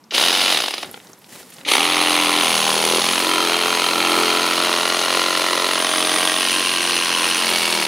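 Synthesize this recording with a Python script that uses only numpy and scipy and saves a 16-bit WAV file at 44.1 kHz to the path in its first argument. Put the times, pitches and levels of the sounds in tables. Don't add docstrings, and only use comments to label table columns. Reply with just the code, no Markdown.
import sys
import numpy as np
from scipy import signal
from scipy.fft import rfft, irfft, next_fast_len
from scipy.io import wavfile
from scipy.ndimage import uniform_filter1d, map_coordinates

SR = 44100
rng = np.random.default_rng(int(sys.argv[2]) if len(sys.argv) > 2 else 0)


def ratio_of_db(decibels):
    return 10 ** (np.asarray(decibels, float) / 20)


def unload_audio(sound):
    columns = np.transpose(np.atleast_2d(sound))
    steps = np.round(np.clip(columns, -1, 1) * 32767)
    wavfile.write(sys.argv[1], SR, steps.astype(np.int16))


N = 347067
STEP = 32
TIME_S = np.arange(N) / SR
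CLOCK_S = np.arange(0, N + STEP, STEP) / SR
FULL_RATE_HZ = 44

# (time [s], stroke rate [1/s])
SPEED = [
    [(.12, 12.16), (.24, 42.5), (.34, 45.89), (.52, 46.24), (.61, 29.5), (.75, 12.74), (.84, 8.3)],
    [(1.67, 15.17), (1.8, 41.5), (1.88, 43.78), (2.2, 42.71), (2.36, 43.03), (2.52, 41.55), (2.6, 39.68),
     (2.76, 40.33), (3.24, 44.67), (3.4, 44.47), (3.48, 42.56), (3.64, 43.61), (4.36, 43.22), (4.6, 43.97),
     (4.76, 43.26), (5.16, 44.62), (5.56, 44.39), (6.2, 44.41), (6.6, 45.97), (6.76, 44.15), (7.24, 43),
     (7.4, 45.1), (7.48, 44.65), (7.56, 42.51), (7.72, 41.73), (7.87, 37.54)],
]
GRIPS = [0, 1.3, 2.47, 3.15, 4.62, 5.75, 6.42, 7.45]


def unit(x):
    return x / np.sqrt(np.mean(x ** 2) + 1e-20)


def along(points, hz):
    f, v = np.transpose(points)
    return np.interp(np.log(hz + 1), np.log(f + 1), v)


def curves(tables, off):
    out = np.full((len(tables[0][0]) - 1, N), float(off))
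    for rows in tables:
        s, *cols = np.transpose(rows)
        inside = (TIME_S >= s[0]) & (TIME_S <= s[-1])
        out = np.where(inside, [np.interp(TIME_S, s, c) for c in cols], out)
    return out


def smooth(controls):
    return [np.interp(TIME_S, CLOCK_S, c) for c in controls]


def wobble(rate_hz):
    knots = rng.standard_normal(int(N * rate_hz / SR) + 4)
    return np.interp(TIME_S, CLOCK_S, map_coordinates(knots, [CLOCK_S * rate_hz]))


def swell(peak_s, rise_s, fall_s):
    t = CLOCK_S - peak_s
    return np.exp(np.where(t < 0, t / rise_s, -t / fall_s))


def present_grip():
    return np.searchsorted(GRIPS, CLOCK_S, side="right") - 1


def filtered(x, gain):
    m = next_fast_len(len(x) + 8192)
    cepstrum = irfft(np.log(gain(np.fft.rfftfreq(m, 1 / SR)) + 1e-6), m)
    cepstrum[1:m // 2] *= 2
    cepstrum[m // 2 + 1:] = 0
    return irfft(rfft(x, m) * np.exp(rfft(cepstrum)), m)[:len(x)]


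def noise(spectrum):
    return unit(filtered(rng.standard_normal(N), lambda hz: ratio_of_db(along(spectrum, hz))))


def air():
    # (frequency [Hz], density [dB/Hz])
    air_tone = [(15, -44), (25, -30), (216, 4), (587, -12), (981, -6), (1640, -18), (1980, -18),
                (4000, -22), (11400, -27), (13800, -27), (15800, -46)]
    level_db, side_db = -52.5, -18
    mid = ratio_of_db(level_db) * noise(air_tone)
    side = ratio_of_db(level_db + side_db) * noise(air_tone)
    return mid, side


def rustle():
    # (peak [s], rise [s], fall [s], body level [dB], hiss level [dB])
    stirs = [(0, .01, 1, -68, -74), (.86, 0.012, 0.041, -37.5, -47), (.94, 0.035, 0.045, -58, -46),
             (1.07, 0.077, 0.095, -51, -53.5), (1.25, .04, .1, -67, -58), (1.32, 0.015, .04, -53, -46),
             (1.355, 0.023, 0.03, -48, -47), (1.4, .03, 0.017, -48, -46), (1.45, .02, .04, -58, -55),
             (1.537, 0.0091, 0.011, -59, -46), (1.62, 0.036, 0.026, -47, -68), (1.6, 0.23, 0.064, -52, -48)]
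    # (frequency [Hz], density [dB/Hz])
    body_tone = [(120, -13), (200, -9.5), (433, -9.5), (474, -9.5), (2200, -20), (2860, -60), (4840, -120)]
    hiss_tone = [(1060, -18), (1800, 7), (8830, 4.5), (11100, 4.5), (12600, 0), (15800, -4)]
    swells = [ratio_of_db(np.c_[levels_db]) * swell(s, rise, fall) for s, rise, fall, *levels_db in stirs]
    low, high = smooth(sum(swells))
    lumps = wobble(110)
    cloth = low * ratio_of_db(2.2 * lumps) * noise(body_tone)
    leaves = high * ratio_of_db(1.3 * lumps + 1.6 * wobble(460)) * noise(hiss_tone)
    return cloth + leaves


def ticks():
    # (time [s], peak level [dB], pitch [Hz], low knock level [dB])
    snaps = [(0.039, -32, 5200, -17), (0.845, -14, 2900, -12), (.857, -28, 9500, -25),
             (.927, -30, 9500, -25), (1.0434, -35, 11500, -25), (1.12, -36, 11500, -25),
             (1.19, -39, 12500, -25), (1.5028, -29, 12000, -23), (1.43, -31, 4520, -8),
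             (0.9133, -22, 11400, -17), (0.9424, -17.5, 3230, -8), (0.9608, -22, 2810, -21),
             (0.9746, -26, 2200, -5.5), (1.0006, -26, 2860, -17), (1.07, -30, 4960, -22),
             (1.132, -27, 6000, -11), (1.2206, -42, 3660, -16), (1.244, -31, 3740, -25),
             (1.3546, -33, 3730, -4), (1.5224, -26, 2910, -33), (1.5394, -25, 9160, -23),
             (1.5653, -25, 4700, -28), (1.584, -28, 3220, -17), (1.612, -26, 3280, -17)]
    snap_t60_s, knock_t60_s = .024, .03
    out, t = np.zeros(N + SR), np.arange(1500) / SR
    for s, db, hz, low_db in snaps:
        snap = rng.standard_normal((2, len(t))) * ratio_of_db(-60 * t / snap_t60_s)
        slow = uniform_filter1d(uniform_filter1d(snap[1], size=14), size=14)
        ring = .025 * snap[0] + 3.6 * slow * np.sin(2 * np.pi * hz * t)
        modes = sum(np.sin(2 * np.pi * f * t) for f in (480, 820, 1400))
        dull = modes * ratio_of_db(low_db + 1 - 60 * t / knock_t60_s)
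        out[round(s * SR):][:len(t)] += ratio_of_db(db - 6) * (ring + dull)
    return out[:N]


def loudness():
    # (switch clack [s], motor grabs [s], released [s], blade stalls [s])
    runs = [
        (.108, 0.148, .52, 0.828),
        (1.649, 1.687, 5.3, 7.85),
    ]
    # (after pull [ms], thump [dB], knock [dB], housing [dB], song [dB])
    clacks = [
        (2, -58, -60, -25.5, -61),
        (14, -29, -30, -48, -57),
    ]
    # (thump [dB], knock [dB], housing [dB], song [dB])
    grip_db = [(-31.5, -28, -19, -28.5), (-28.5, -24, -20, -28), (-27, -25.5, -20.5, -26.5),
               (-28.5, -23, -21, -30), (-30, -23.5, -21.5, -30.5), (-29, -25, -21, -26),
               (-29.5, -26.5, -20.5, -27.5), (-31, -27, -20, -27.5)]
    # (time [s], level [dB], length [s])
    snags = [(1.742, 8, 0.064), (2.53, 3.5, 0.11), (2.85, 1, .25), (3.088, 4, 0.11), (3.866, 0.5, 0.11),
             (4.194, 3, 0.21), (4.3, 1, 0.089), (5.173, 4.5, 0.044), (6.563, 1, 0.13), (7.48, 1, 0.068)]
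    # snag share [dB/dB], coast loss [dB per dB of speed], stall [dB/s]
    snag_share = [0.76, 0.29, 0.41, 0.56]
    coast = [0.53, 0.63, 0.94, 1]
    stall_db_per_s = [150, 220, 200, 250]
    # motor surge before the teeth bite [dB], its fall [s], unsteadiness [dB]
    surge_peak_db = [5.3, 6.6, 7.2, 2.5]
    surge_fall_s = [0.025, 0.013, 0.019, 0.066]
    unsteady_db = [0.43, 0.21, 0.2, 0.32]
    regrip_s, grab_rise_s = .48, .0086
    clack_rise_s, clack_fall_s = .0017, .015

    t, col = CLOCK_S, lambda v: np.c_[v]
    held_db = np.transpose(grip_db)[:, present_grip()]
    held_db = uniform_filter1d(held_db, size=round(regrip_s * SR / STEP), axis=1)
    held_db = held_db + col(snag_share) * sum(db * swell(s, length / 2, length / 2) for s, db, length in snags)
    rate = np.interp(t, TIME_S, curves(SPEED, 0)[0])
    slowed_db = 20 * np.log10(np.clip(rate / FULL_RATE_HZ, .16, 1))
    gain = np.zeros((4, len(t)))
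    for (pull, grab, release, stall), (stop, *_) in zip(runs, runs[1:] + [(N,)]):
        lost_db = col(coast) * slowed_db * (t > release)
        lost_db = lost_db - col(stall_db_per_s) * np.maximum(t - stall, 0)
        surge_db = col(surge_peak_db) * [swell(grab, 1, fall) for fall in surge_fall_s]
        on = np.where(t < grab, swell(grab, grab_rise_s, 1), 1) * (t > pull) * (t < stop)
        clack = sum(ratio_of_db(col(levels_db)) * swell(pull + ms / 1000, clack_rise_s, clack_fall_s)
                    for ms, *levels_db in clacks)
        gain += on * ratio_of_db(held_db + lost_db + surge_db) + clack * (t > pull)
    low_high = np.array([wobble(14), wobble(15)])[[0, 0, 1, 1]]
    return smooth(gain) * ratio_of_db(col(unsteady_db) * (wobble(9) + low_high))


def contacts(return_db, scatter_db, jitter_ms):
    start_turn = [.765, .03]
    first_bite = [.17, 1.71]
    # (after stroke end [ms], thump [dB], knock [dB], housing [dB], song [dB], timing drift [ms])
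    forward = [
        (-3.2, -13, -4, -3, -3, .2),
        (-1.9, 0, -8, -3.5, -3, .1),
        (-.5, -11, 0, 0, 0, .06),
        (1.2, -30, -12, -7, -3, .3),
        (3.4, -12, -16, -12, -2, .4),
    ]
    backward = [
        (-2.5, -5, -7, -9, -5, .15),
        (-0.5, -30, 0, 3, 4.5, .1),
        (2, -32, -6, -10, 3, .4),
    ]
    recoil = (-.6, -6, -30, -30, -30, .4)
    # (stroke phase [half turns], share of return_db, contact)
    blows = [(0, 0, c) for c in forward] + [(1, 1, c) for c in backward] + [(.98, .04, recoil)]
    hits = np.zeros((4, N))
    for rows, start, bite in zip(SPEED, start_turn, first_bite):
        t = np.arange(round(rows[0][0] * SR), min(N, round(rows[-1][0] * SR)))
        speed = np.interp(t / SR, *np.transpose(rows))
        turn = start + np.cumsum(speed) / SR
        whole = np.arange(int(turn[-1]) + 2)
        for back, play, (after_ms, *levels_db, drift_ms) in blows:
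            chance = rng.standard_normal((len(whole), 6))
            end = np.interp(whole + back / 2, turn, t)
            pinch = np.where((end > 3 * SR) & (end < 3.4 * SR), 2.5, 1)
            drift = unit(uniform_filter1d(chance[:, 0], size=15))
            late_ms = after_ms + drift_ms * .66 * drift + jitter_ms * pinch * chance[:, 1]
            at = (end + late_ms * SR / 1000).astype(int).clip(0, N - 1)
            live = (end > bite * SR) & (whole + back / 2 < turn[-1])
            slow = (FULL_RATE_HZ / np.interp(at, t, speed)) ** .25
            scatter = np.c_[scatter_db] * chance[:, 2:].T
            size = ratio_of_db(np.array(levels_db)[:, None] + play * return_db[:, at] + scatter)
            hits[:, at[live]] += (slow * size)[:, live]
    return hits


def rasp(hits, drag_db, rise_ms, fall_ms, steady_db, grit_db):
    t_ms = np.arange(900) / SR * 1000
    shape = (1 - np.exp(-t_ms / rise_ms)) * np.exp(-t_ms / fall_ms)
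    flare = signal.fftconvolve(hits, shape)[:N]
    grit = ratio_of_db(grit_db * wobble(700)) * rng.standard_normal(N)
    steady = ratio_of_db(steady_db + drag_db + .16 * wobble(60))
    return unit((unit(flare) + steady) * grit)


def shake():
    # (multiple of stroke rate, level [dB re thump])
    inertia = [(2, -65), (3, -22.5), (4, -18), (5, -13), (6, -17)]
    multiples = [
        [5, 7],
        [7, 9, 10, 19, 23],
        [5, 8, 9, 19],
        [7, 8, 9, 10, 22, 23, 24, 29, 31],
        [8, 10, 12, 14, 15, 17, 23, 24],
        [14, 15, 17, 21, 23, 24],
        [8, 11, 21, 22, 23, 24],
        [5, 6, 7, 8, 14, 23],
    ]
    multiples_db = [
        [-15, -30],
        [-4.5, -9, -13, -9, -5],
        [-16, -8, -11, -9.5],
        [-12, -8, -7.5, -9, -6.5, -7.5, -12, -9.5, -8.5],
        [-10, -12, -12, -10, -9.5, -14, -7, -22],
        [-7, -14, -9, -11, -11, -19],
        [-11, -9, -13, -13, -12, -14],
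        [-6.5, -8, -7, -9, -6.5, -12],
    ]
    speed = curves(SPEED, 0)[0]
    angle = 2 * np.pi * np.cumsum(speed) / SR
    force = np.minimum(speed / 40, 1) ** 8
    grip, sway = present_grip(), wobble(5)[::STEP]
    gains = {}
    for g, rows in enumerate(zip(multiples, multiples_db)):
        share = uniform_filter1d(1. * (grip == g), size=250)
        for k, db in zip(*rows):
            gains[k] = gains.get(k, 0) + ratio_of_db(db) * share
    total = np.zeros(N)
    for k, gain in zip(gains, smooth(gains.values())):
        drift_db = 3 * np.roll(sway, 97 * k)[np.arange(N) // STEP]
        total += gain * ratio_of_db(drift_db) * np.sin(k * (angle + 1.45))
    for k, db in inertia:
        total += ratio_of_db(db + .35 * k * wobble(4)) * np.sin(k * angle + k * k)
    return force * total


def body(x, grips, tone, lift_db):
    which = np.searchsorted(GRIPS, TIME_S, side="right") - 1
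    out = np.zeros(N)
    for k, modes in enumerate(grips):
        share = uniform_filter1d(1. * (which == k), size=9000)
        held = np.flatnonzero(share > 1e-6)
        span = slice(held[0], held[-1] + 1)

        def response(f):
            peaks = sum(ratio_of_db(db + lift_db) ** 2 / (1 + (2 * (f - c) / w) ** 2) for c, w, db in modes)
            return ratio_of_db(along(tone, f)) * np.sqrt(1 + peaks)
        out[span] += share[span] * unit(filtered(x[span], response))
    return out


def thump(hits, drag_db):
    # (frequency [Hz], width [Hz], level [dB])
    modes = [
        [(209, 19, 9)],
        [(304, 4.6, 4), (398, 2.8, 9)],
        [(210, 18, 19), (330, 30, 16), (379, 20, 23), (500, 270, 17.5)],
        [(363, 210, -5)],
        [(350, 170, 6), (437, 11, 11), (540, 35, 4.5)],
        [(312, 84, 11), (458, 36, 13), (643, 14, 16.5)],
        [(315, 22, 5), (475, 15, 9)],
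        [(197, 15, 22), (340, 110, 8), (610, 49, 8)],
    ]
    # (frequency [Hz], level [dB])
    tone = [(60, -89), (150, -44.5), (240, -6), (300, 4), (550, 1.5), (900, -4.5), (2000, -62)]
    push = unit(hits) + ratio_of_db(-8.5) * rasp(hits, drag_db, .6, 4, steady_db=5, grit_db=1.5)
    return ratio_of_db(-.5) * body(push, modes, tone, lift_db=3) + ratio_of_db(2) * shake()


def trunk(hits, drag_db):
    # (frequency [Hz], width [Hz], level [dB])
    modes = [
        [(764, 1900, 6), (1330, 56, -3)],
        [(790, 64, 1.7), (970, 410, 2.9), (1270, 150, 2.8)],
        [(793, 15, -4), (1017, 40, -0.5)],
        [(805, 28, -11), (990, 120, -8), (1320, 150, -9)],
        [(1050, 350, 3.5), (1380, 120, 1.4), (1920, 100, 15.6)],
        [(1100, 260, 3), (1613, 26, 13.5), (1870, 64, 12)],
        [(1050, 110, -0.5), (1610, 36, 10), (1850, 52, 10)],
        [(963, 51, 0), (1293, 30, 0)],
    ]
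    # (frequency [Hz], level [dB])
    tone = [(300, -44), (600, 0), (1400, -1), (1650, -15.5), (2100, -16), (4000, -60.5)]
    knock = unit(hits) + ratio_of_db(-6) * rasp(hits, drag_db, .5, 1.6, steady_db=-1.5, grit_db=1.5)
    return body(knock, modes, tone, lift_db=9)


def housing(hits, drag_db):
    # (frequency [Hz], width [Hz], level [dB])
    modes = [
        [(2910, 250, -3), (3800, 790, -3), (4970, 190, -0.5), (6300, 190, -13)],
        [(2200, 300, 1.1), (3030, 1300, 0.83), (4050, 390, 0), (6320, 190, 1.5)],
        [(3220, 1100, -5.5), (4370, 29, 3), (6500, 520, -1.5)],
        [(2450, 1000, -2), (3170, 5.9, 11.5), (4170, 490, 0.5), (6390, 47, 5.5)],
        [(2000, 180, -31), (2860, 180, -3.5), (4120, 410, -3.5), (6470, 130, -0.5)],
        [(1910, 92, -2), (3400, 1000, -4.5), (4970, 110, -5), (6220, 67, 3.5)],
        [(2814, 470, 2), (4200, 360, -0.5), (5100, 43, 1), (6000, 540, -0.5)],
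        [(2240, 24, 4.5), (2800, 160, -3), (4400, 100, -1), (4840, 55, -5)],
    ]
    # (frequency [Hz], level [dB])
    tone = [(900, -43), (1700, -6), (3000, -2), (4600, -5.5), (6500, -11.5), (8000, -23.5), (14000, -107)]
    rattle = ratio_of_db(-7) * unit(hits) + rasp(hits, drag_db, .4, 1, steady_db=-1.6, grit_db=.8)
    return body(rattle, modes, tone, lift_db=6)


def blade(hits, drag_db):
    # (frequency [Hz], width [Hz], level [dB])
    modes = [
        [(9060, 65, -10), (9500, 120, -4), (10800, 120, 0)],
        [(9240, 510, 0), (10100, 35, 0), (10750, 640, -1.8)],
        [(9050, 72, -1), (9900, 600, -1.5), (11060, 57, 5)],
        [(8750, 120, -2), (10200, 330, -8), (13200, 400, -14)],
        [(8600, 190, -2), (10000, 130, 1), (10400, 140, -7)],
        [(9340, 390, 6), (10200, 840, -4), (14200, 89, -20)],
        [(9300, 940, 2.5), (12000, 110, -14), (13600, 120, -14)],
        [(8300, 58, 1), (9100, 410, -3), (10200, 73, -3)],
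    ]
    # (frequency [Hz], level [dB])
    tone = [(5000, -11.5), (7800, -7.5), (10000, -1.5), (12000, -10), (15500, -15.5), (20000, -40)]
    scrape = rasp(hits, drag_db, .7, 3, steady_db=3.8, grit_db=2.5)
    return body(scrape, modes, tone, lift_db=5.5)


def saw():
    # (time [s], thump [dB], knock [dB], housing [dB])
    backlash = [
        [(0, -27, 1, 0), (.5, -35, -5, -7), (.8, -35, -7, -2), (1.7, -7, -1.5, 0), (2.44, 0, 1.5, 0),
         (2.5, 11, 2, -3), (2.98, 15.5, 3, -4), (3.04, -25, -9, -7), (3.35, -12, -14, -3), (3.5, -11, -4, -2.5),
         (3.8, -12, -11, -2.5), (3.9, -15, -13, -9), (4.05, -14, -1.5, -3), (4.72, -12, -4, 0),
         (4.85, -18, -8, -6), (5.05, -20, -7, -2.5), (5.25, -23, -14, -4), (5.65, -29, -7, -5.5),
         (5.8, -20, -11, -6), (6.35, -18, -6, -4), (6.5, -13, -8, 0), (6.7, -14, -4, -3), (6.9, -6, -3, -1),
         (7.35, -5, 0, 0), (7.5, 8, -1, -2.5), (7.87, 10, -1, -5)],
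    ]
    backlash_db = curves(backlash, 0)
    song_db = .4 * backlash_db[2:]
    hits = contacts(np.r_[backlash_db, song_db], scatter_db=[1.2, 1, .7, 2.5], jitter_ms=.065)
    slowness = np.clip(1 - curves(SPEED, 0)[0] / FULL_RATE_HZ, 0, 1)
    drag_db = 3.5 * slowness + 1.5 * (TIME_S < .6)
    parts = [part(row, drag_db) for part, row in zip((thump, trunk, housing, blade), hits)]
    return sum(gain * part for gain, part in zip(loudness(), parts))


def ground(x):
    out, step, echo_t60_s = np.zeros(N + SR), 8192, .07
    for at in range(0, N, step):
        echo = rng.standard_normal(3000) * ratio_of_db(-60 * np.arange(3000) / SR / echo_t60_s)
        piece = np.pad(x, (step, step))[at:at + 2 * step]
        faded = piece * np.hanning(2 * step)[:len(piece)]
        out[at:][:len(piece) + 2999] += signal.fftconvolve(faded, echo / np.linalg.norm(echo))
    return out[step:][:N]


def scene():
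    # (frequency [Hz], side re mid [dB])
    width = [(60, -8), (110, -24), (200, -45), (380, -27), (700, -21.5), (1290, -13.5), (2380, -20),
             (4400, -17.5), (8120, -17), (12000, -12.5), (15000, -10)]
    glove_side_db = -11.5
    air_mid, air_side = air()
    near = rustle() + ticks()
    cut = saw()
    mid = cut + near + air_mid
    side = filtered(ground(cut), lambda hz: ratio_of_db(along(width, hz)))
    side = side + ratio_of_db(glove_side_db) * ground(near) + air_side
    return np.array([mid + side, mid - side])


def band_limit(x):
    return signal.sosfilt(signal.butter(12, 16510, fs=SR, output="sos"), x)


def record(dry):
    low_cut_hz, top_hz, ceiling = 85, 15780, 1.05
    m = next_fast_len(N)
    hz = np.fft.rfftfreq(m, 1 / SR)
    rounded = dry / (1 + np.abs(dry / ceiling) ** 4) ** (1 / 4)
    response = (hz < top_hz) * hz ** 4 / (hz ** 4 + low_cut_hz ** 4)
    heard = irfft(rfft(rounded, m) * response, m)[:, :N]
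    return band_limit(heard)


dry = scene()
out = record(dry)
unload_audio(out)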